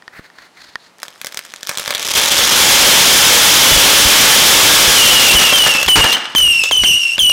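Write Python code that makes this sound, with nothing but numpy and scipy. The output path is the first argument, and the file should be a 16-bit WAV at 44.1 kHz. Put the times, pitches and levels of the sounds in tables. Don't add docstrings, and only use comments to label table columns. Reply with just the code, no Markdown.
import sys
import numpy as np
from scipy import signal
from scipy.fft import rfft, irfft
from scipy.io import wavfile
from scipy.ndimage import map_coordinates

SR = 44100
rng = np.random.default_rng(int(sys.argv[2]) if len(sys.argv) > 2 else 0)


def to_wav(s):
    ch = np.atleast_2d(s).T
    pcm = np.round(np.clip(ch, -1, 1) * 32767)
    wavfile.write(sys.argv[1], SR, pcm.astype(np.int16))


N = 322812
TIME = np.arange(N) / SR


def from_db(db):
    return 10 ** (np.asarray(db) / 20)


def add(track, start_s, sound):
    start = int(np.clip(round(start_s * SR), 0, N - 1))
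    track[start:start + len(sound)] += sound[:N - start]


def swell(centre_s, width_s):
    return np.exp(-np.minimum((2 * (TIME - centre_s) / width_s) ** 2, 20))


def drift(rate_hz):
    return map_coordinates(rng.standard_normal(N // 8), [TIME * rate_hz], order=1, mode="wrap")


def coloured(x, spectrum, size=4096):
    hz, db = np.transpose(spectrum)
    grid_hz = np.maximum(np.fft.rfftfreq(size, 1 / SR), 1)
    gain = from_db(np.interp(np.log(grid_hz), np.log(hz), db))
    cepstrum = irfft(np.log(gain))
    cepstrum[1:size // 2] *= 2
    cepstrum[size // 2 + 1:] = 0
    response = irfft(np.exp(rfft(cepstrum)))
    return signal.oaconvolve(x, response / np.linalg.norm(response))[:N]


def noise(spectrum):
    return coloured(rng.standard_normal(N), spectrum)


def ring(clicks, hz, t60_s):
    radius, angle = from_db(-60 / (t60_s * SR)), 2 * np.pi * hz / SR
    return signal.lfilter([0, np.sin(angle)], [1, -2 * radius * np.cos(angle), radius ** 2], clicks + 1e-18)


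def burst(t60_s, size):
    return rng.standard_normal(size) * from_db(-60 * TIME[:size] / t60_s)


# frequency in Hz, level in dB.
NIGHT_SPECTRUM = [(25, -46), (80, -23), (170, -9), (400, -10), (800, -8), (1500, -12.5), (3000, -16),
                  (6000, -23), (10000, -29), (16000, -40)]

def night_air(level_db=-51):
    return from_db(level_db) * noise(NIGHT_SPECTRUM)


# start in seconds, level in dB.
CASE_KNOCKS = [(0.023, -23.5), (0.0793, -12.5), (0.301, -25), (0.386, -19.5), (0.7562, -3), (0.991, -27)]
# frequency in Hz, level in dB, T60 in seconds.
CASE_MODES = [(1020, -13.5, 0.012), (1370, -11, 0.01), (1840, -8.5, 0.021), (3180, -15, 0.0055),
              (4730, -9, 0.0029)]
# centre in seconds, width in seconds, rub in dB, swish in dB.
FINGER_SLIDES = [(0.17, 0.077, -36, -48), (0.257, 0.042, -45, -50), (0.418, 0.12, -44, -48),
                 (0.578, 0.043, -47, -60), (0.651, 0.15, -45.5, -43), (0.845, 0.11, -54, -49)]
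# frequency in Hz, level in dB.
RUB_SPECTRUM = [(500, -14), (1000, -8), (1500, 0), (1900, 2.5), (2400, -7), (3500, -22), (6000, -28)]
SWISH_SPECTRUM = [(2000, -10), (3200, -3), (4300, 6), (5600, -7), (6600, -6), (8200, -15), (10200, -17),
                  (12000, -21), (15000, -30)]

def handling(bump_s=0.194, bump_db=-15.5, grit_db=3.0):
    clicks, push = np.zeros(N), np.zeros(N)
    for start_s, db in CASE_KNOCKS:
        add(clicks, start_s, from_db([db]))
    knocks = sum((-1) ** k * from_db(db) * ring(clicks, hz, t60_s)
                 for k, (hz, db, t60_s) in enumerate(CASE_MODES))
    add(push, bump_s, from_db([bump_db]))
    bump = ring(push, hz=236, t60_s=0.0073)
    rub, swish = noise(RUB_SPECTRUM), noise(SWISH_SPECTRUM)
    slides = sum(swell(centre_s, width_s) * (from_db(rub_db) * rub + from_db(swish_db) * swish)
                 for centre_s, width_s, rub_db, swish_db in FINGER_SLIDES)
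    return knocks + bump + slides * from_db(grit_db * drift(rate_hz=151.7))


# centre in seconds, relative level in dB, width in seconds.
LOW_RUMBLES = [(3.632, -16, 0.042), (3.728, 2, 0.024), (3.769, -4, 0.027), (4.064, -8.5, 0.026),
               (4.89, -9.5, .026), (5.36, -5, 0.038), (5.899, -19, 0.056), (5.987, -6, 0.035),
               (6.046, -3, 0.0098), (6.442, -22.5, 0.083), (6.817, -28, 0.17), (7.23, -34, 0.11)]
# frequency in Hz, level in dB.
RUMBLE_SPECTRUM = [(15, -4), (50, 6.5), (100, 1), (170, -6.5), (400, -29), (1500, -36)]

def rumbles(level_db=-2):
    envelope = sum(from_db(db + level_db) * swell(centre_s, width_s)
                   for centre_s, db, width_s in LOW_RUMBLES)
    return envelope * noise(RUMBLE_SPECTRUM)


# delay in seconds, relative level in dB.
STREET_ECHOES = [(.0035, -28), (.021, -17.5), (.052, -23.5), (.083, -28.5), (.128, -23)]
# frequency in Hz, level in dB.
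STREET_SPECTRUM = [(40, -15), (200, 1), (600, 2.5), (1800, 4), (3200, -0.5), (5000, -1.5), (9000, -5),
                   (16000, -29)]

def street(x, scatter_db=-17, tail_db=-16, houses_db=-4):
    near, tail = burst(t60_s=0.19, size=SR), burst(t60_s=1.0, size=SR)
    scatter = signal.fftconvolve(x, from_db(scatter_db) * near / np.linalg.norm(near))[:N]
    response = from_db(tail_db) * tail / np.linalg.norm(tail)
    for delay_s, db in STREET_ECHOES:
        response[int(delay_s * SR)] += from_db(db)
    houses = coloured(signal.fftconvolve(x, response)[:N], STREET_SPECTRUM)
    return scatter + from_db(houses_db) * houses


# start in seconds, relative level in dB, T60 in seconds.
POP_CHARGES = [(5.416, 10, 0.06), (5.524, 1.5, 0.085), (5.661, 2, 0.12), (5.749, -4, 0.05),
               (5.883, 12, 0.023), (5.957, 6.5, 0.23), (6.04, 9.5, 0.044), (6.350, 1.5, 0.017),
               (6.711, -1, 0.021), (6.835, -3.5, 0.049), (7.181, -6, 0.021)]
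# frequency in Hz, level in dB.
POP_SPECTRUM = [(30, -32), (120, -5), (500, 0.5), (1000, 1.5), (1700, 2.5), (2600, 0.5), (5000, -5),
                (15000, -28)]

def pops(level_db=-3):
    blasts = np.zeros(N)
    for start_s, db, t60_s in POP_CHARGES:
        add(blasts, start_s, from_db(db + level_db) * burst(t60_s, size=16384))
    return coloured(blasts, POP_SPECTRUM)


# start in seconds, length in seconds, top and bottom
# of the pitch sag in Hz, chirp time constant in seconds, relative level in dB, fade over the burn in dB.
WHISTLE_TUBES = [(3.66, 0.2, 3074, 2764, 0.0029, -3.5, 5.5), (4.957, 0.16, 3063, 2657, 0.0037, 4.5, 7),
                 (5.02, 0.34, 3162, 2660, 0.0018, 0.5, 4), (5.354, 0.25, 3002, 2577, 0.0029, 3.5, 18),
                 (5.53, 0.32, 3176, 2538, 0.0029, 1, 16), (5.878, .28, 3032, 2773, .009, 2, 16.5),
                 (6.127, 0.035, 3180, 2990, .002, -10, 5), (6.357, .345, 3080, 2540, 0.00202, 0, 12.5),
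                 (6.6345, 0.0082, 3490, 3200, 0.0047, -3, 16), (6.714, 0.25, 3145, 2689, 0.0036, -7.5, -2),
                 (6.843, 0.32, 3086, 2623, 0.0018, -3.5, 10), (7.189, .2, 3157, 2707, 0.0085, -1, 5)]
# frequency in Hz, level in dB.
JET_SPECTRUM = [(200, -18), (1500, -8), (3000, -3), (4500, 4), (6500, 7.5), (10000, -0.5), (16000, -16)]

def whistles(level_db=-2, jet_db=-22, overtones_db=(-14, -21, -28, -35), flutter_db=5, edge_s=0.0033,
             chirp_hz=465, sag_curve=0.8, burnout_share=0.17, burnout_hz=350, burnout_db=-1):
    out = np.zeros(N)
    bend = 0.008 * drift(rate_hz=35) + 0.006 * drift(rate_hz=140) + 0.0173 * drift(rate_hz=1500)
    flutter = from_db(flutter_db * drift(rate_hz=150))
    overtone_gains = [from_db(db + flutter_db * drift(rate_hz=130)) for db in overtones_db]
    jet = from_db(jet_db) * noise(JET_SPECTRUM)
    for k, (start_s, length_s, top_hz, bottom_hz, settle_s, db, fade_db) in enumerate(WHISTLE_TUBES):
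        t = TIME[TIME < length_s]
        own = slice(k * SR // 2, k * SR // 2 + len(t))
        burnt = t / length_s
        burnout = np.clip(1 - (1 - burnt) / burnout_share, 0, 1) ** 2
        sag_hz = top_hz + (bottom_hz - top_hz) * burnt ** sag_curve
        hz = sag_hz + chirp_hz * np.exp(-t / settle_s) + burnout_hz * burnout
        phase = 2 * np.pi * np.cumsum(hz * (1 + bend[own])) / SR
        rasp = sum(gain[own] * np.sin(n * phase) for n, gain in enumerate(overtone_gains, 2))
        tone = flutter[own] * np.sin(phase) + rasp
        gate = np.clip(np.minimum(t, length_s - t) / edge_s, 0, 1)
        envelope = gate * from_db(level_db + db - fade_db * burnt + burnout_db * burnout)
        add(out, start_s, (tone + jet[own]) * envelope)
    return out


def crack(scatter_db=-21):
    shock = burst(t60_s=0.003, size=1024) + from_db(scatter_db) * burst(t60_s=0.038, size=1024)
    return shock / np.linalg.norm(shock) * np.sqrt(0.004 * SR)


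# start in seconds, level in dB.
LONE_GRAINS = [(1.0196, -37), (1.0312, -17), (1.0822, -28.5), (1.2152, -22), (1.2467, -19), (1.2607, -28),
               (1.2693, -17.5), (1.3242, -29), (1.3454, -24), (1.373, -14.5), (1.3916, -20),
               (1.4513, -30.5), (1.5384, -24.5), (1.5613, -30), (1.6313, -22.5), (1.6715, -18.5),
               (1.693, -4.5), (1.7736, -10.5), (1.7842, -15), (1.797, -12), (1.8598, -21), (1.8778, -9),
               (1.9064, -2.5), (1.9491, -5), (2.0274, -20), (5.8292, -1), (6.127, 4), (6.383, -2),
               (6.637, -2.5), (7.298, -9.5)]
# frequency in Hz, level in dB.
SNAP_SPECTRUM = [(40, -29), (150, -8.5), (330, -10), (600, -0.5), (800, -6), (1450, 0.5), (2300, -1),
                 (2850, -4), (3500, 4), (4800, -1.5), (5700, 1), (8000, -4), (11000, -9), (16000, -12.5)]

def snaps(ring_db=-27, median_hz=3200):
    reports = np.zeros(N)
    for start_s, db in LONE_GRAINS:
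        shock = crack()
        hz = np.clip(median_hz * 2 ** rng.standard_normal(), 900, 9000)
        report = shock + from_db(ring_db) * ring(shock, hz, t60_s=0.0075)
        report *= np.linalg.norm(shock) / np.linalg.norm(report)
        add(reports, start_s, from_db(db) * report)
    return coloured(reports, SNAP_SPECTRUM)


# time in seconds, base rate in grains per second, relative grain level in dB.
SHOWER_CURVE = [(0.96, 0, -41), (1.1, 300, -44), (1.64, 344, -40), (1.72, 456, -32), (2.02, 806, -23),
                (2.12, 800, -13), (2.47, 954, -8), (2.75, 1649, 0), (4.35, 1746, 1.5), (5.3, 745, 2.5),
                (5.45, 600.5, -2), (5.68, 500, -8.5), (5.8, 450, -17.5), (6.12, 487, -18), (6.2, 200, -37),
                (6.34, 150, -51), (6.42, 1124, -32), (7.32, 904, -43)]
# centre in seconds, boost in dB.
FLAME_FLARES = [(2.18, 11), (2.255, 1.5), (2.319, 12), (2.385, 10)]
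# frequency in Hz, level in dB.
SHOWER_SPECTRUM = [(40, -12), (170, -11), (540, -3.5), (740, -5.5), (850, -2.5), (1000, -4), (1400, -2),
                   (2400, -1.5), (3450, 3.5), (4300, -1.5), (5500, 0.5), (7500, -4.5), (11000, -8.5),
                   (16000, -18)]

def shower(level_db=-8, spread_db=7, clumping_db=2, flare_width_s=0.019, shape_count=144):
    times_s, rates, levels_db = np.transpose(SHOWER_CURVE)
    grains_per_s = np.interp(TIME, times_s, rates)
    grain_db = level_db + np.interp(TIME, times_s, levels_db)
    grain_db += sum(db * swell(centre_s, flare_width_s) for centre_s, db in FLAME_FLARES)
    fires = rng.random(N) < grains_per_s * from_db(clumping_db * drift(rate_hz=45)) / SR
    grain_db += spread_db * np.clip(rng.standard_normal(N), -2, 2)
    signed_gain = from_db(grain_db) * rng.choice([-1, 1], N)
    shapes = [crack() for _ in range(shape_count)]
    shape_index = rng.integers(0, shape_count, N)
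    grains = np.zeros(N)
    for i in np.flatnonzero(fires):
        add(grains, i / SR, signed_gain[i] * shapes[shape_index[i]])
    return coloured(grains, SHOWER_SPECTRUM)


def scene(whistle_send_db=4, beaming_hz=4200):
    crackle, whistling, popping = snaps() + shower(), whistles(), pops()
    off_axis = signal.sosfilt(signal.butter(2, beaming_hz, fs=SR, output="sos"), whistling)
    echoes = street(crackle + from_db(whistle_send_db) * off_axis + popping)
    mono = crackle + whistling + popping + echoes + rumbles() + handling() + night_air()
    return np.array([mono, mono])


def record(dry, ceiling=0.45, hardness=8.0, asymmetry=0.033, bass_cut_hz=25, treble_cut_hz=15900):
    oversampled = signal.resample_poly(dry[0], 2, 1)
    limit = ceiling * (1 - asymmetry * np.sign(oversampled))
    clipped = oversampled / (1 + np.abs(oversampled / limit) ** hardness) ** (1 / hardness)
    high_passed = signal.lfilter(*signal.butter(1, bass_cut_hz, "high", fs=2 * SR), clipped)
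    low_pass = signal.firwin(255, treble_cut_hz, fs=2 * SR, window=("kaiser", 7))
    mono = signal.resample_poly(high_passed, 1, 2, window=low_pass)
    return np.array([mono, mono])


dry = scene()
out = record(dry)
to_wav(out)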